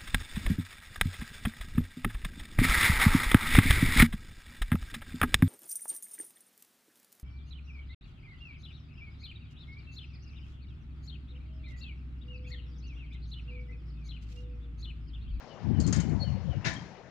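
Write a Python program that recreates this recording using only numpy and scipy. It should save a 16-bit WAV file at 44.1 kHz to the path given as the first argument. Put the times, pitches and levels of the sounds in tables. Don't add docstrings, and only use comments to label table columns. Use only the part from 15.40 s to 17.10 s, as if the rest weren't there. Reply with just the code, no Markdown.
import sys
import numpy as np
from scipy import signal
from scipy.fft import rfft, irfft
from scipy.io import wavfile
from scipy.ndimage import uniform_filter1d

SR = 44100
rng = np.random.default_rng(int(sys.argv[2]) if len(sys.argv) > 2 else 0)


def master_out(mix):
    frames = np.transpose(np.atleast_2d(mix))
    ceiling = np.clip(frames, -1, 1)
    pcm = np.round(ceiling * 32767).astype(np.int16)
    wavfile.write(sys.argv[1], SR, pcm)


N = 74970
T = np.arange(N) / SR
PLATE_PAN_DB = 10


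def from_db(db):
    return 10 ** (np.asarray(db) / 20)


def rms_one(x):
    return x / np.sqrt(np.mean(x ** 2) + 1e-20)


def in_time(rows):
    return np.interp(T, *np.transpose(rows))


def at_hz(points, hz):
    known_hz, values = np.transpose(points)
    return np.interp(np.log(hz), np.log(known_hz), values)


def pan(db):
    gains = from_db([[db / 2], [-db / 2]])
    return gains / gains.mean()


def dying(t60):
    return from_db(-60 * T / t60)


def convolve(x, response):
    return signal.fftconvolve(np.atleast_2d(x), np.atleast_2d(response), axes=1)[:, :N]


def drift(rate):
    r = np.exp(-80 * np.pi * rate / SR)
    slow = signal.lfilter([1], [1, -2 * r, r * r], rng.standard_normal(N // 40 + 2002))[2000:]
    return np.interp(np.arange(N) / 40, np.arange(len(slow)), rms_one(slow))


def coloured(spectrum):
    hz = np.maximum(np.arange(N // 2 + 1) * SR / N, 1)
    white = rfft(rng.standard_normal((2, N)))
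    return rms_one(irfft(white * from_db(at_hz(spectrum, hz)), N))


def impulses(rows, scatter_db=0):
    s, db = np.transpose(rows)
    sizes = from_db(db + scatter_db * rng.standard_normal(len(s)))
    return np.bincount((s * SR).astype(int), sizes, N)[:N]


def ring(x, hz, t60):
    r, w = from_db(-60 / (t60 * SR)), 2 * np.pi * hz / SR
    return signal.lfilter([0, np.sin(w)], [1, -2 * r * np.cos(w), r * r], x + 1e-18)


def struck_tones(blows, tones, scatter_db):
    return sum((-1) ** k * from_db(db) * ring(impulses(blows, scatter_db), hz, t60)
               for k, (hz, db, t60) in enumerate(tones))


def dense_ringing(hits, spectrum, fade):
    energy = uniform_filter1d(convolve(hits ** 2, fade ** 2), SR // 400)
    return coloured(spectrum) * np.sqrt(np.abs(energy))


def echo(x, t60):
    response = rng.standard_normal((2, N)) * dying(t60)
    return convolve(x, rms_one(response) / np.sqrt(N))


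def glides(rows, waver):
    out = 0
    for s, length, start_hz, end_hz, db in rows:
        along = np.clip((T - s) / length, 0, 1)
        hz = start_hz + (end_hz - start_hz) * along + waver
        out = out + from_db(db) * np.sin(np.pi * along) ** 2 * np.sin(2 * np.pi * np.cumsum(hz) / SR)
    return out


def hush():
    # (frequency [Hz], relative level [dB])
    spectrum = [(30, 16), (70, -5), (160, 5), (330, -2.5), (600, 1.5), (900, -2.5), (1300, -9.5),
                (2000, -11), (3500, -18.5), (5500, -21), (7000, -31), (8000, -38), (10000, -49.5)]
    # (time [s], level [dB])
    loudness = [(0, -49), (.5, -47.5), (1.1, -49.5), (1.45, -49), (1.7, -52.5)]
    # (frequency [Hz], likeness [0 to 1])
    likeness = [(60, .3), (250, 0.93), (600, 0.82), (1500, 0.78), (4000, 0.13), (9000, 0.17)]
    edges_hz = np.geomspace(30, 11000, 18)
    noises = [coloured(spectrum), coloured(spectrum)]
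    out = 0
    for k, (low, high) in enumerate(zip(edges_hz, edges_hz[1:])):
        band = signal.butter(2, [low, high], "band", fs=SR, output="sos")
        mid, side = signal.sosfilt(band, noises[k % 2])
        alike = at_hz(likeness, np.sqrt(low * high))
        stereo = np.sqrt(1 + alike) * mid + np.sqrt(1 - alike) * side * [[1], [-1]]
        out = out + from_db(2.5 * drift(12.1)) * stereo
    return rms_one(out) * from_db(in_time(loudness)) * pan(10.5)


def birds():
    # (time [s], start pitch [Hz], level [dB])
    whistle_calls = [(0.076, 3140, -55.5), (0.326, 3190, -56.5), (0.574, 3246, -53.5), (0.828, 3180, -52.5),
                     (1.085, 3150, -55)]
    # (time [s], length [s], start pitch [Hz], end pitch [Hz], level [dB])
    chirp_calls = [(.433, .03, 4380, 4200, -46.5), (.791, 0.071, 4344, 4304, -37.5)]
    whistle_s, fall_hz, waver_hz, jitter_hz = 0.09, 404, 31.4, 55
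    falls = [(s, whistle_s, hz, hz - fall_hz, db) for s, hz, db in whistle_calls]
    waver = waver_hz * drift(110)
    roughness = from_db(2 * drift(200))
    whistles = roughness * glides(falls, waver)
    chirps = roughness * glides(chirp_calls, waver + jitter_hz * drift(470))
    far = whistles + from_db(-6.5) * chirps
    reflections = from_db(-1) * echo(far, t60=0.31)
    hillside = from_db(-15.5) * echo(far, t60=0.95)
    return (whistles + chirps + reflections + hillside) * pan(12)


def hollow_swells():
    # (time of the peak [s], pitch [Hz], level [dB])
    swells = [(0.838, 550.3, -41), (0.974, 513, -44), (1.089, 494, -45.5), (1.132, 715, -48.5),
              (1.144, 566, -45)]
    width_s, waver_hz = 0.0092, 25.9
    out = 0
    for s, hz, db in swells:
        tone = np.sin(2 * np.pi * np.cumsum(hz + waver_hz * drift(120)) / SR)
        out = out + from_db(db) * tone * np.exp(-((T - s) / width_s) ** 2)
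    return out * pan(15)


def wind():
    # (frequency [Hz], relative level [dB])
    spectrum = [(25, -39), (40, -20.5), (60, 2), (100, 2), (160, 0.5), (240, -6.5), (320, -14), (420, -26),
                (700, -44.5), (1500, -93.5)]
    # (time [s], relative level [dB])
    gust = [(0.0, -69), (0.202, -53), (0.26, -30), (0.312, -26), (0.364, -30.5), (0.396, -22), (0.434, -32),
            (0.468, -25), (0.554, -32), (0.568, -25.5), (0.592, -22), (0.606, -30.5), (0.638, -34.5),
            (0.71, -28.5), (0.762, -28), (0.786, -36), (0.818, -30), (0.842, -36.5), (0.89, -28.5),
            (0.912, -31.5), (0.956, -31), (0.988, -39), (1.06, -35.5), (1.08, -32.5), (1.11, -27),
            (1.13, -53), (1.16, -32), (1.188, -29.5), (1.215, -47.5), (1.272, -52), (1.392, -49),
            (1.414, -51), (1.438, -53), (1.59, -68), (1.7, -59)]
    # (time [s], gain [dB])
    brightness = [(0, 3), (.3, 1), (.6, 3), (.77, 3), (.9, -30), (1.2, -8.5), (1.7, 5)]
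    swirls = coloured(spectrum) * from_db(drift(39))
    upper = signal.sosfiltfilt(signal.butter(3, 220, "high", fs=SR, output="sos"), swirls)
    swirls = swirls + upper * (from_db(in_time(brightness)) - 1)
    power = uniform_filter1d(swirls ** 2, int(0.024 * SR) + 1)
    swirls = swirls / np.sqrt(power + 1e-9)
    return swirls * from_db(in_time(gust) + 5.5) * from_db([[0], [-27]])


def low_thumps():
    # (time [s], level [dB])
    thumps = [(.14, -54.5), (.378, -31.5), (.49, -33.5), (.575, -39), (.9, -45), (1.158, -43), (1.275, -45),
              (1.32, -46), (1.357, -40), (1.402, -41.5), (1.63, -54)]
    # (pitch [Hz], relative level [dB], fade time [s])
    tones = [(66, -23.5, 0.091), (84, 2.5, 0.069), (127.9, 2.5, 0.19), (154.3, -7, 0.6), (179, -3, 0.51),
             (220, -8.5, 0.31), (276.5, -6.5, 0.39), (324.2, -7.5, 0.98), (505, -28, .3)]
    push_s = 0.0032
    push = np.hanning(int(push_s * SR) + 3)
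    boom = struck_tones(thumps, tones, scatter_db=1.5)
    return convolve(boom, push / push.sum()) * pan(4)


def clicks():
    # (time [s], level [dB], pitch of the part [Hz])
    touches = [(0.401, -32.5, 7400), (0.403, -36, 4720), (0.412, -36, 4550), (0.4653, -33.5, 7350),
               (0.4753, -29, 6520), (.483, -41.5, 4310), (.5268, -21.5, 6550), (.533, -35, 6120),
               (0.548, -35.5, 5650), (0.5622, -30, 6600), (0.6026, -30, 6520), (.695, -47.5, 4300),
               (1.337, -43.5, 8500)]
    # (pitch [Hz], relative level [dB], fade time [s])
    tones = [(3160, -9, 0.034), (4160, -20, 0.014), (4400, -16.5, 0.018), (6420, -4.5, .025),
             (6900, -7.5, .022), (7436, 1.5, 0.031), (8626, -8, 0.041)]
    # (frequency [Hz], relative level [dB])
    spectrum = [(1500, -5.5), (2800, -15.5), (3600, -14.5), (4500, -1.5), (5600, -6), (6600, 0), (7400, -2),
                (8000, -14), (8700, -9.5), (9600, -32)]
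    grains_per_s = 1100
    blows = [(s, db) for s, db, hz in touches]
    hits = impulses(blows)
    pings = sum(ring(impulses([(s, db)]), hz, t60=0.029) for s, db, hz in touches)
    grains = rng.standard_normal(N) * (rng.random(N) < grains_per_s / SR)
    scrape = from_db(-7) * grains * dying(0.11)
    scrape[0] = 1
    rings = struck_tones(blows, tones, scatter_db=0.5)
    snap = signal.sosfilt(signal.butter(2, [3500, 8000], "band", fs=SR, output="sos"), hits)
    scraped = convolve(from_db(-15.5) * rings + from_db(1) * snap, scrape)
    shimmer = dense_ringing(hits, spectrum, fade=dying(0.11) + from_db(-22) * dying(0.99))
    return (from_db(-7) * pings + scraped + from_db(-13) * shimmer) * pan(11)


def squeaks():
    # (time [s], length [s], start pitch [Hz], end pitch [Hz], level [dB])
    rubs = [(1.24, 0.017, 2764, 2710, -37), (1.359, 0.015, 3230, 3120, -41)]
    tone = glides(rubs, waver=60 * drift(520))
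    return (tone + from_db(-2) * echo(tone, t60=0.21)) * pan(PLATE_PAN_DB)


def loose_plate():
    # (time [s], level [dB], length of the chatter [s])
    clanks = [(.529, -38.5, .025), (.565, -42, .04), (1.246, -39.5, .006), (1.2507, -33, .005),
              (1.257, -32.5, .005), (1.2627, -29.5, .009), (1.277, -33.5, .008), (1.291, -40, .055)]
    # (pitch [Hz], relative level [dB], fade time [s])
    tones = [(660, -4.5, 0.44), (1016, -2, 0.4), (1440, 5, 0.15), (1524, -11.5, 0.35), (1690, 1.5, 0.11),
             (1735, -0.5, 0.23), (1769, 4, .24), (1893, 1.5, 0.22), (2003, -4, .24), (2112, -1, 0.39),
             (2240, 5.5, 0.17), (2338, -1, 0.31), (2660, -5.5, .18), (3025, -2, .18), (3752, -3, 0.3),
             (3773, -0.5, 0.2)]
    # (frequency [Hz], relative level [dB])
    spectrum = [(200, 8.5), (500, -8.5), (950, -4.5), (1200, -12.5), (1750, 3.5), (2400, -4.5),
                (2950, -10.5), (3900, -8), (4600, -10), (5600, -9), (7000, -13.5), (8000, -26),
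                (9200, -29.5)]
    contacts_per_s = 860
    contacts = np.zeros(N)
    for s, db, length in clanks:
        touching = rng.random(N) < contacts_per_s / SR
        burst = rng.standard_normal(N) * touching * (T > s) * (T < s + length)
        burst[int(s * SR)] = 2
        contacts += from_db(db) * burst / np.sqrt(np.sum(burst ** 2))
    ringing = 0
    for hz, db, t60 in tones:
        tone = ring(contacts * rng.choice([-1, 1], (2, N)), hz, t60)
        energy = np.sum(contacts ** 2) * np.sum(dying(t60) ** 2) / 2
        ringing += from_db(db) * tone * np.sqrt(energy / np.sum(tone ** 2, axis=1, keepdims=True))
    grit = from_db(1) * dying(0.0038)
    crash = from_db(-1) * dying(0.15)
    frame_tail = from_db(-15) * dying(0.78)
    clatter = dense_ringing(contacts, spectrum, fade=grit + crash + frame_tail)
    return (from_db(-9.5) * ringing / 2 + clatter) * pan(PLATE_PAN_DB)


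def scene():
    return wind() + low_thumps() + clicks() + loose_plate() + squeaks() + hollow_swells() + birds() + hush()


def record(dry):
    low_cut_hz, dip_hz, top_hz = 52.3, 8020, 10050
    dry = signal.sosfilt(signal.butter(4, low_cut_hz, "high", fs=SR, output="sos"), dry)
    dry = signal.lfilter(*signal.iirnotch(dip_hz, Q=8, fs=SR), dry)
    return signal.sosfilt(signal.cheby2(18, 60, top_hz, fs=SR, output="sos"), dry)


dry = scene()
out = record(dry)
master_out(out)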